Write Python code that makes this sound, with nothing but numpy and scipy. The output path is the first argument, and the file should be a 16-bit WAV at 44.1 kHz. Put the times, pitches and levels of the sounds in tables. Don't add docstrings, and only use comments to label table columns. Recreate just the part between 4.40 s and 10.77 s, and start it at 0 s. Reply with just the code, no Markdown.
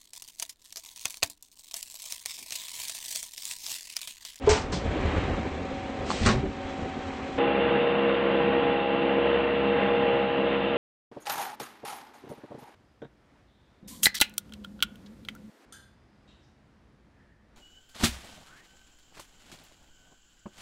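import sys
import numpy as np
from scipy import signal
from scipy.fft import rfft, irfft, next_fast_len
from scipy.io import wavfile

SR = 44100
rng = np.random.default_rng(int(sys.argv[2]) if len(sys.argv) > 2 else 0)


def to_wav(s):
    ch = np.atleast_2d(s).T
    pcm = np.round(np.clip(ch, -1, 1) * 32767)
    wavfile.write(sys.argv[1], SR, pcm.astype(np.int16))


def ratio_of_db(decibels):
    return 10 ** (np.asarray(decibels, float) / 20)


N = 280917
TIME = np.arange(N) / SR
CUT_S = 2.977


def in_time(rows):
    s, *columns = np.transpose(rows)
    return [np.interp(TIME, s, c) for c in columns]


def rms_one(x):
    return x / np.sqrt(np.mean(x ** 2) + 1e-20)


def drift(rate_hz):
    pole = np.exp(-80 * np.pi * rate_hz / SR)
    white = rng.standard_normal(N // 40 + 2002)
    slow = signal.lfilter([1], [1, -2 * pole, pole * pole], white)[2000:]
    return np.interp(np.arange(N) / 40, np.arange(len(slow)), rms_one(slow - slow.mean()))


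def coloured(x, spectrum, peaks=()):
    size = next_fast_len(N)
    hz = np.maximum(np.arange(size // 2 + 1) * SR / size, 1)
    at_hz, level_db = np.transpose(spectrum)
    shape_db = np.interp(np.log(hz), np.log(at_hz), level_db)
    outside = np.maximum(hz / at_hz[-1], at_hz[0] / hz)
    shape_db = shape_db - 60 * np.log2(np.maximum(outside, 1))
    for centre_hz, width_hz, lift_db in peaks:
        shape_db = shape_db + lift_db / (1 + (2 * (hz - centre_hz) / width_hz) ** 2)
    return rms_one(irfft(rfft(x, size) * ratio_of_db(shape_db), size)[:N])


def grit(lumpy_db, rate_hz):
    return rng.standard_normal(N) * ratio_of_db(lumpy_db * drift(rate_hz))


def tone(phase, wander, rate_hz):
    in_phase = (1 + wander * drift(rate_hz)) * np.cos(phase)
    quadrature = wander * drift(rate_hz) * np.sin(phase)
    return np.sqrt(2) * (in_phase + quadrature)


def struck(blows, modes, scatter_db):
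    out = np.zeros(N)
    luck = rng.standard_normal((len(blows), len(modes)))
    for (s, peak_db, soft_s), draws in zip(blows, luck):
        start = round(s * SR)
        t = TIME[:min(SR // 2, N - start)]
        rise = 1 - np.exp(-t / soft_s)
        for (hz, level_db, t60_s), draw in zip(modes, draws):
            dull = 1 / (1 + (hz * soft_s / 2) ** 2)
            ring = np.sin(2 * np.pi * hz * t) * ratio_of_db(-60 * t / t60_s)
            level = ratio_of_db(peak_db + level_db + scatter_db * draw)
            out[start:start + len(t)] += level * dull * rise * ring
    return out


# time in seconds, level against full speed in dB.
ROLL = [(.3, -30.5), (.45, -7), (.6, -2.5), (.76, -0.5), (.95, -4.5), (1.15, -12), (1.45, -25.5),
        (1.62, -10), (1.85, -7.5)]


def rolling_db():
    stop_s = 1.9
    return in_time(ROLL)[0] - 300 * np.maximum(TIME - stop_s, 0)


# time in seconds, depth in dB, recovery in seconds.
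DUCKS = [
    (.22, -7, .2),
    (2.05, -4, 0.22),
]


def ducking():
    roll_duck_db, fade_in_s = -3, .045
    db = roll_duck_db * ratio_of_db(rolling_db())
    for s, depth_db, recover_s in DUCKS:
        db = db + np.interp(TIME - s, [-.04, 0, recover_s], [0, depth_db, 0])
    return ratio_of_db(db) * np.clip(0.201 + TIME / fade_in_s, 0, 1)


# frequency in Hz, rms in dB, unsteadiness 0 to 1.
IDLE_LINES = [(226, -48, .5), (268, -42.5, .45), (382, -53, .5), (553, -47, .4), (721, -53, .4),
              (765, -44, .15), (806, -55, .4)]


def idling():
    return sum(ratio_of_db(db) * tone(2 * np.pi * hz * TIME, wander, rate_hz=9.5) for hz, db, wander in IDLE_LINES)


# frequency in Hz, density in dB per Hz.
AIR_COLOUR = [(1880, -32.5), (3200, 4.5), (3510, 3.5), (4320, -3.5), (7470, -8.5), (8640, -16.5),
              (11200, -50.5), (19000, -120)]


def air_leak(gain):
    return gain * ratio_of_db(3.5) * coloured(grit(lumpy_db=1.2, rate_hz=70), AIR_COLOUR)


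# time in seconds, level in dB, 60 dB fall in seconds.
JOLTS = [(.045, -31.5, 1), (0.101, -25.5, 0.9), (.25, -33.5, .5), (.30, -31.5, 1), (.455, -28.5, .3),
         (.49, -29, .5), (.605, -28, .4), (0.656, -23.5, 0.3), (.765, -28, 1.5), (.83, -33, 1),
         (.895, -30, 0.5), (0.941, -29.5, .3), (1.12, -34.5, 0.2), (1.22, -36, 0.3), (1.33, -37.5, .5),
         (1.60, -37.5, 0.8), (1.815, -30, .5), (1.875, -24, 0.75), (1.954, -25, .5), (2.059, -26, 0.1),
         (2.255, -34, 0.3), (2.43, -37, 0.5), (2.93, -43, 0.1)]
JOLT_RISE_S = 0.0057
# rest level in dB, full speed level in dB,
# share of the speed's swing, gain for jolts in dB.
SHAKEN = [(-45, -35.5, 0.76, -3.5), (-39, -29, 0.76, -8), (-46.5, -39, 1.1, -21), (-57, -53.5, 1, -40)]


def shaking(duck):
    jolt_power, t = np.zeros(N), TIME[:SR // 2]
    for s, db, fall_s in JOLTS:
        start = round((s - JOLT_RISE_S) * SR)
        push = ratio_of_db(db - 60 * t / fall_s) * np.minimum(t / JOLT_RISE_S, 1)
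        jolt_power[start:start + len(t)] += push ** 2
    speed_db, gains = rolling_db(), []
    for rest_db, full_db, share, jolt_db in SHAKEN:
        rest = (duck * ratio_of_db(rest_db)) ** 2
        rolling = ratio_of_db(full_db + share * speed_db) ** 2
        gains.append(np.sqrt(rest + rolling + ratio_of_db(jolt_db) ** 2 * jolt_power))
    return gains


# frequency in Hz, density in dB per Hz.
THUD_COLOUR = [(15, -41.5), (25, -13.5), (40, -7), (70, 5.5), (86, 5), (170, -13), (220, -36), (370, -120)]
PANEL_COLOUR = [(82, -47), (140, -2.5), (268, -1), (332, -2.5), (485, -3.5), (549, -2.5), (621, -7),
                (762, -9), (869, -22), (1000, -31), (1300, -48), (2200, -120)]
RAIL_COLOUR = [(500, -33), (850, -2), (1300, -5), (1430, -8.5), (1520, -6), (1650, -7), (2290, -7.5),
               (4200, -20.5), (5460, -48), (9240, -120)]


def door(thud_gain, panel_gain, rail_gain):
    thud = thud_gain * coloured(grit(lumpy_db=-1.0, rate_hz=15), THUD_COLOUR)
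    panel = panel_gain * ratio_of_db(-0.5) * coloured(grit(lumpy_db=2.5, rate_hz=20), PANEL_COLOUR)
    rail = rail_gain * ratio_of_db(4.0) * coloured(grit(lumpy_db=0.5, rate_hz=46), RAIL_COLOUR)
    return thud + panel + rail


# frequency in Hz, level in dB, t60 in seconds.
FRAME = [(49, -2, 0.14), (77, 0, .18), (100, -12, .12)]


def frame_knocks():
    lift_db, soft_s = 9, .009
    blows = [(s - JOLT_RISE_S, db + lift_db, soft_s) for s, db, _ in JOLTS]
    return struck(blows, FRAME, scatter_db=2.0)


# start in seconds, level in dB, 60 dB fall in seconds,
# lowest Hz, highest Hz.
PUFFS = [(.062, -41, .1, 600, 4000), (.0905, -32, .12, 5000, 8500), (.091, -29, .27, 3000, 7000),
         (.092, -28, .29, 800, 3200), (.319, -46, .16, 5500, 9000), (.323, -36, .21, 3000, 5800),
         (.324, -41, .18, 1200, 2800), (1.7035, -38, .12, 1200, 7000), (1.83, -37, .14, 1500, 5000),
         (1.850, -30, .06, 600, 4500), (1.860, -26, .07, 2800, 7500), (1.861, -22, .17, 500, 2000),
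         (1.887, -28, .13, 1200, 4500), (1.875, -36, .2, 2500, 6500), (.072, -31, .45, 550, 1300),
         (.06, -34, .6, 100, 550), (.326, -40, .2, 700, 1250)]


def puffs():
    out, t = np.zeros(N), TIME[:SR // 3]
    noise = grit(lumpy_db=1.2, rate_hz=200)
    for k, (s, db, fall_s, low_hz, high_hz) in enumerate(PUFFS):
        start = round(s * SR)
        band = signal.butter(2, [low_hz, high_hz], "band", fs=SR, output="sos")
        hiss = rms_one(signal.sosfilt(band, noise[k * len(t):(k + 1) * len(t)]))
        decay = ratio_of_db(db - 60 * (t / fall_s) ** 1.6)
        out[start:start + len(t)] += decay * np.minimum(t / .001, 1) * hiss
    return out


# time in seconds, peak in dB, contact softness in seconds.
LATCH_BLOWS = [
    (.0725, -6.5, 0.003),
    (.092, -21, 0.00016),
    (.110, -9.5, 0.0044),
    (.322, -34.5, 0.00088),
]
# frequency in Hz, level in dB, t60 in seconds.
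LATCH = [(423, 3, 0.1), (427, -9, 0.22), (658, -13.5, 0.26), (1001, -10, 0.33), (884, -13.5, .35),
         (2500, -17.5, 0.11)]


def latch():
    return struck(LATCH_BLOWS, LATCH, scatter_db=0.61)


# time in seconds, peak in dB, contact softness in seconds.
BUMP_BLOWS = [
    (.328, -20, 0.0063),
    (.455, -29, 0.004),
    (.64, -27, 0.0055),
    (1.96, -26, 0.0037),
    (2.03, -26.5, 0.002),
]
# frequency in Hz, level in dB, t60 in seconds.
BUMP = [(135, -4, .25), (180, -1, .22), (300, -3, .25), (385, -6, .22)]


def bumps():
    return struck(BUMP_BLOWS, BUMP, scatter_db=4.2)


# frequency in Hz, density in dB per Hz.
VENT_COLOUR = [(700, -30), (1400, -7), (3060, -1.5), (4300, -5), (8640, -13.5), (11200, -45.5)]


def vent():
    start_s, rise_s, end_s, fall_s, level_db = 1.62, 0.077, 1.87, 0.1, -42
    opening = (TIME - start_s) / rise_s
    closing = 1 - (TIME - end_s) / fall_s
    flow = np.clip(np.minimum(opening, closing), 0, 1) ** 2
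    return ratio_of_db(level_db + 3.0) * flow * coloured(grit(lumpy_db=1.2, rate_hz=70), VENT_COLOUR)


# time in seconds, peak in dB, contact softness in seconds.
TICK_BLOWS = [
    (1.7035, -18, 0.00019),
    (1.715, -21, 0.00026),
]
# frequency in Hz, level in dB, t60 in seconds.
TICK = [(1060, 5.5, .012), (1150, -13.5, 0.055), (870, -14.5, 0.072), (4350, -2, 0.012)]


def ticks():
    return struck(TICK_BLOWS, TICK, scatter_db=1.6)


# time in seconds, peak in dB, contact softness in seconds.
SLAM_BLOWS = [
    (1.812, -22, .004),
    (1.838, -27, 0.0034),
    (1.860, -17, 0.00036),
    (1.872, -14, .002),
    (1.890, -17.5, 0.0009),
    (1.900, -20, .003),
    (1.925, -15.5, 0.0032),
    (1.955, -19, 0.0053),
    (2.045, -29.5, .005),
]
# frequency in Hz, level in dB, t60 in seconds.
SLAM = [(74, -10.5, 0.272), (91.4, -14, 0.12), (119, -8, 0.23), (214.5, -1, 0.25), (183.5, -13, 0.18),
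        (372.3, -10, 0.158), (960, -10, 0.11), (1107, -2.5, 0.081), (1415, -8.5, 0.098)]


def slam():
    return struck(SLAM_BLOWS, SLAM, scatter_db=2.76)


# time in seconds, level in dB.
MILL = [(2.99, -29), (3.2, -32), (3.34, -29.5), (3.86, -30.5), (4.05, -29), (4.29, -29), (4.42, -35),
        (4.94, -28), (5.13, -32.5), (5.29, -29.5), (5.4, -34), (5.6, -28), (5.75, -28.5), (5.86, -34),
        (5.98, -30.5), (6.16, -31), (6.24, -33), (6.37, -30)]
# multiple of the spindle speed, level in dB.
SPINDLE_ORDERS = [(1, -21), (2, -21.5), (3, -10.5), (4, -9), (5, -8), (6, -25), (7, 1), (8, -10),
                  (9, -10.5), (10, -13), (11, -20.5),
                  (15, -18), (17, -27), (20, -21), (23, -26), (24, -26), (40, -17), (41, -21), (44, -23)]


def tooth_orders(load_db, turn):
    out = 0
    for k, db in SPINDLE_ORDERS:
        lag = 1.1 * (k % 2) + .45 * rng.standard_normal()
        follow, wander = (.95, .1) if k == 7 else (.3, .22)
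        level = ratio_of_db(db - 28.5 + follow * (load_db + 30.5))
        out = out + level * tone(k * turn - lag, wander, rate_hz=3.1)
    return out


# time in seconds, lift in dB.
CHIP_BURSTS = [
    (3.3, 1.3),
    (5.42, 4.4),
]
# frequency in Hz, density in dB per Hz.
CHIP_COLOUR = [(18, -58), (30, -35.5), (150, -15), (198, -11), (339, -12), (393, -12.5), (473, -5.5),
               (737, -17), (824, -16), (1090, -16), (2500, -23.5), (3250, -53), (5500, -120)]
SPRAY_COLOUR = [(1350, -35.5), (2300, -12), (2600, -6), (2780, -6), (2960, -6), (3500, -10), (3680, -8),
                (3770, -16.5), (3810, -25), (4050, -23.5), (4300, -29.5), (4800, -35), (5200, -48),
                (5300, -57)]
# frequency in Hz, width in Hz, lift in dB.
PLATE = [(196, 17, 8.5), (617, 35, 4), (845, 85, 5.5), (1950, 330, 3.5)]


def chip_noise(load_db, turn):
    level_db, follow, sag_db_per_s, burst_s = -33, 0.44, 0.58, .07
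    swing_db = load_db - np.mean(load_db[TIME > CUT_S])
    chip_db = level_db + follow * swing_db - sag_db_per_s * (TIME - CUT_S)
    for s, db in CHIP_BURSTS:
        chip_db = chip_db + db * np.exp(-((TIME - s) / burst_s) ** 2)
    bite = 1 + 0.11 * np.cos(2 * turn) + 0.053 * np.cos(turn)
    chips = coloured(bite * grit(lumpy_db=.6, rate_hz=25), CHIP_COLOUR, PLATE)
    spray = coloured(bite * grit(lumpy_db=.7, rate_hz=20), SPRAY_COLOUR)
    return ratio_of_db(chip_db + 5.0) * chips + ratio_of_db(0.76 * (chip_db + 35.0) - 41.0) * spray


def cutter():
    spindle_hz = 67.93
    load_db, = in_time(MILL)
    turn = 2 * np.pi * spindle_hz * TIME
    return tooth_orders(load_db, turn) + chip_noise(load_db, turn)


# frequency in Hz, rms in dB.
DRIVE_LINES = [(2650, -56), (2686.3, -48), (2747, -57), (2777.9, -52), (2808.7, -52), (2836, -56),
               (2853, -56), (3207, -61), (3262, -60), (3480, -63), (3920, -61), (3989, -68), (4057, -70),
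               (4124, -73), (4262, -72), (4463, -78), (4802, -83), (883.1, -52), (748.6, -53)]


def drive():
    motor_hz, motor_db = 816.1, -34
    beat_hz, null_s, depth = .8, 5, .94
    beat = np.sqrt(1 - depth * np.cos(np.pi * beat_hz * (TIME - null_s)) ** 2)
    out = ratio_of_db(motor_db) * beat * tone(2 * np.pi * motor_hz * TIME, wander=0.03, rate_hz=2.9)
    for hz, db in DRIVE_LINES:
        out = out + ratio_of_db(db) * tone(2 * np.pi * hz * TIME, wander=0.17, rate_hz=1.6)
    return out


def scene():
    duck = ducking()
    thud, panel, rail, leak = shaking(duck)
    lathe = duck * idling() + air_leak(leak) + door(thud, panel, rail) + frame_knocks()
    lathe = lathe + puffs() + latch() + bumps() + vent() + ticks() + slam()
    mill = cutter() + drive()
    first = ratio_of_db(np.interp(TIME - CUT_S, [.011, .014, .055, .06], [0, -15, -19, -90]))
    second = np.clip((TIME - CUT_S) / .008, 0, 1)
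    return (first * lathe + second * mill)[None]


def dropouts(x):
    size = next_fast_len(N)
    spectrum, hz = rfft(x, size), np.arange(size // 2 + 1) * SR / size
    edges_hz = np.arange(2890, 3800, 60)
    out = x.copy()
    for low, high in zip(edges_hz, edges_hz[1:]):
        strip = irfft(spectrum * ((hz >= low) & (hz < high)), size)[:N]
        rarity = 1.3 - 1.2 * (low - edges_hz[0]) / (edges_hz[-1] - edges_hz[0])
        out -= .93 * np.clip(8 * (drift(4.0) - rarity), 0, 1) * strip
    return out


def band_limit(x):
    return signal.sosfilt(signal.butter(12, 8790, fs=SR, output="sos"), x)


def record(dry):
    top_cut = signal.ellip(10, .5, 70, 8720, fs=SR, output="sos")
    mix = signal.sosfilt(top_cut, dropouts(dry[0]))
    return band_limit(mix[None])


dry = scene()
out = record(dry)
to_wav(out)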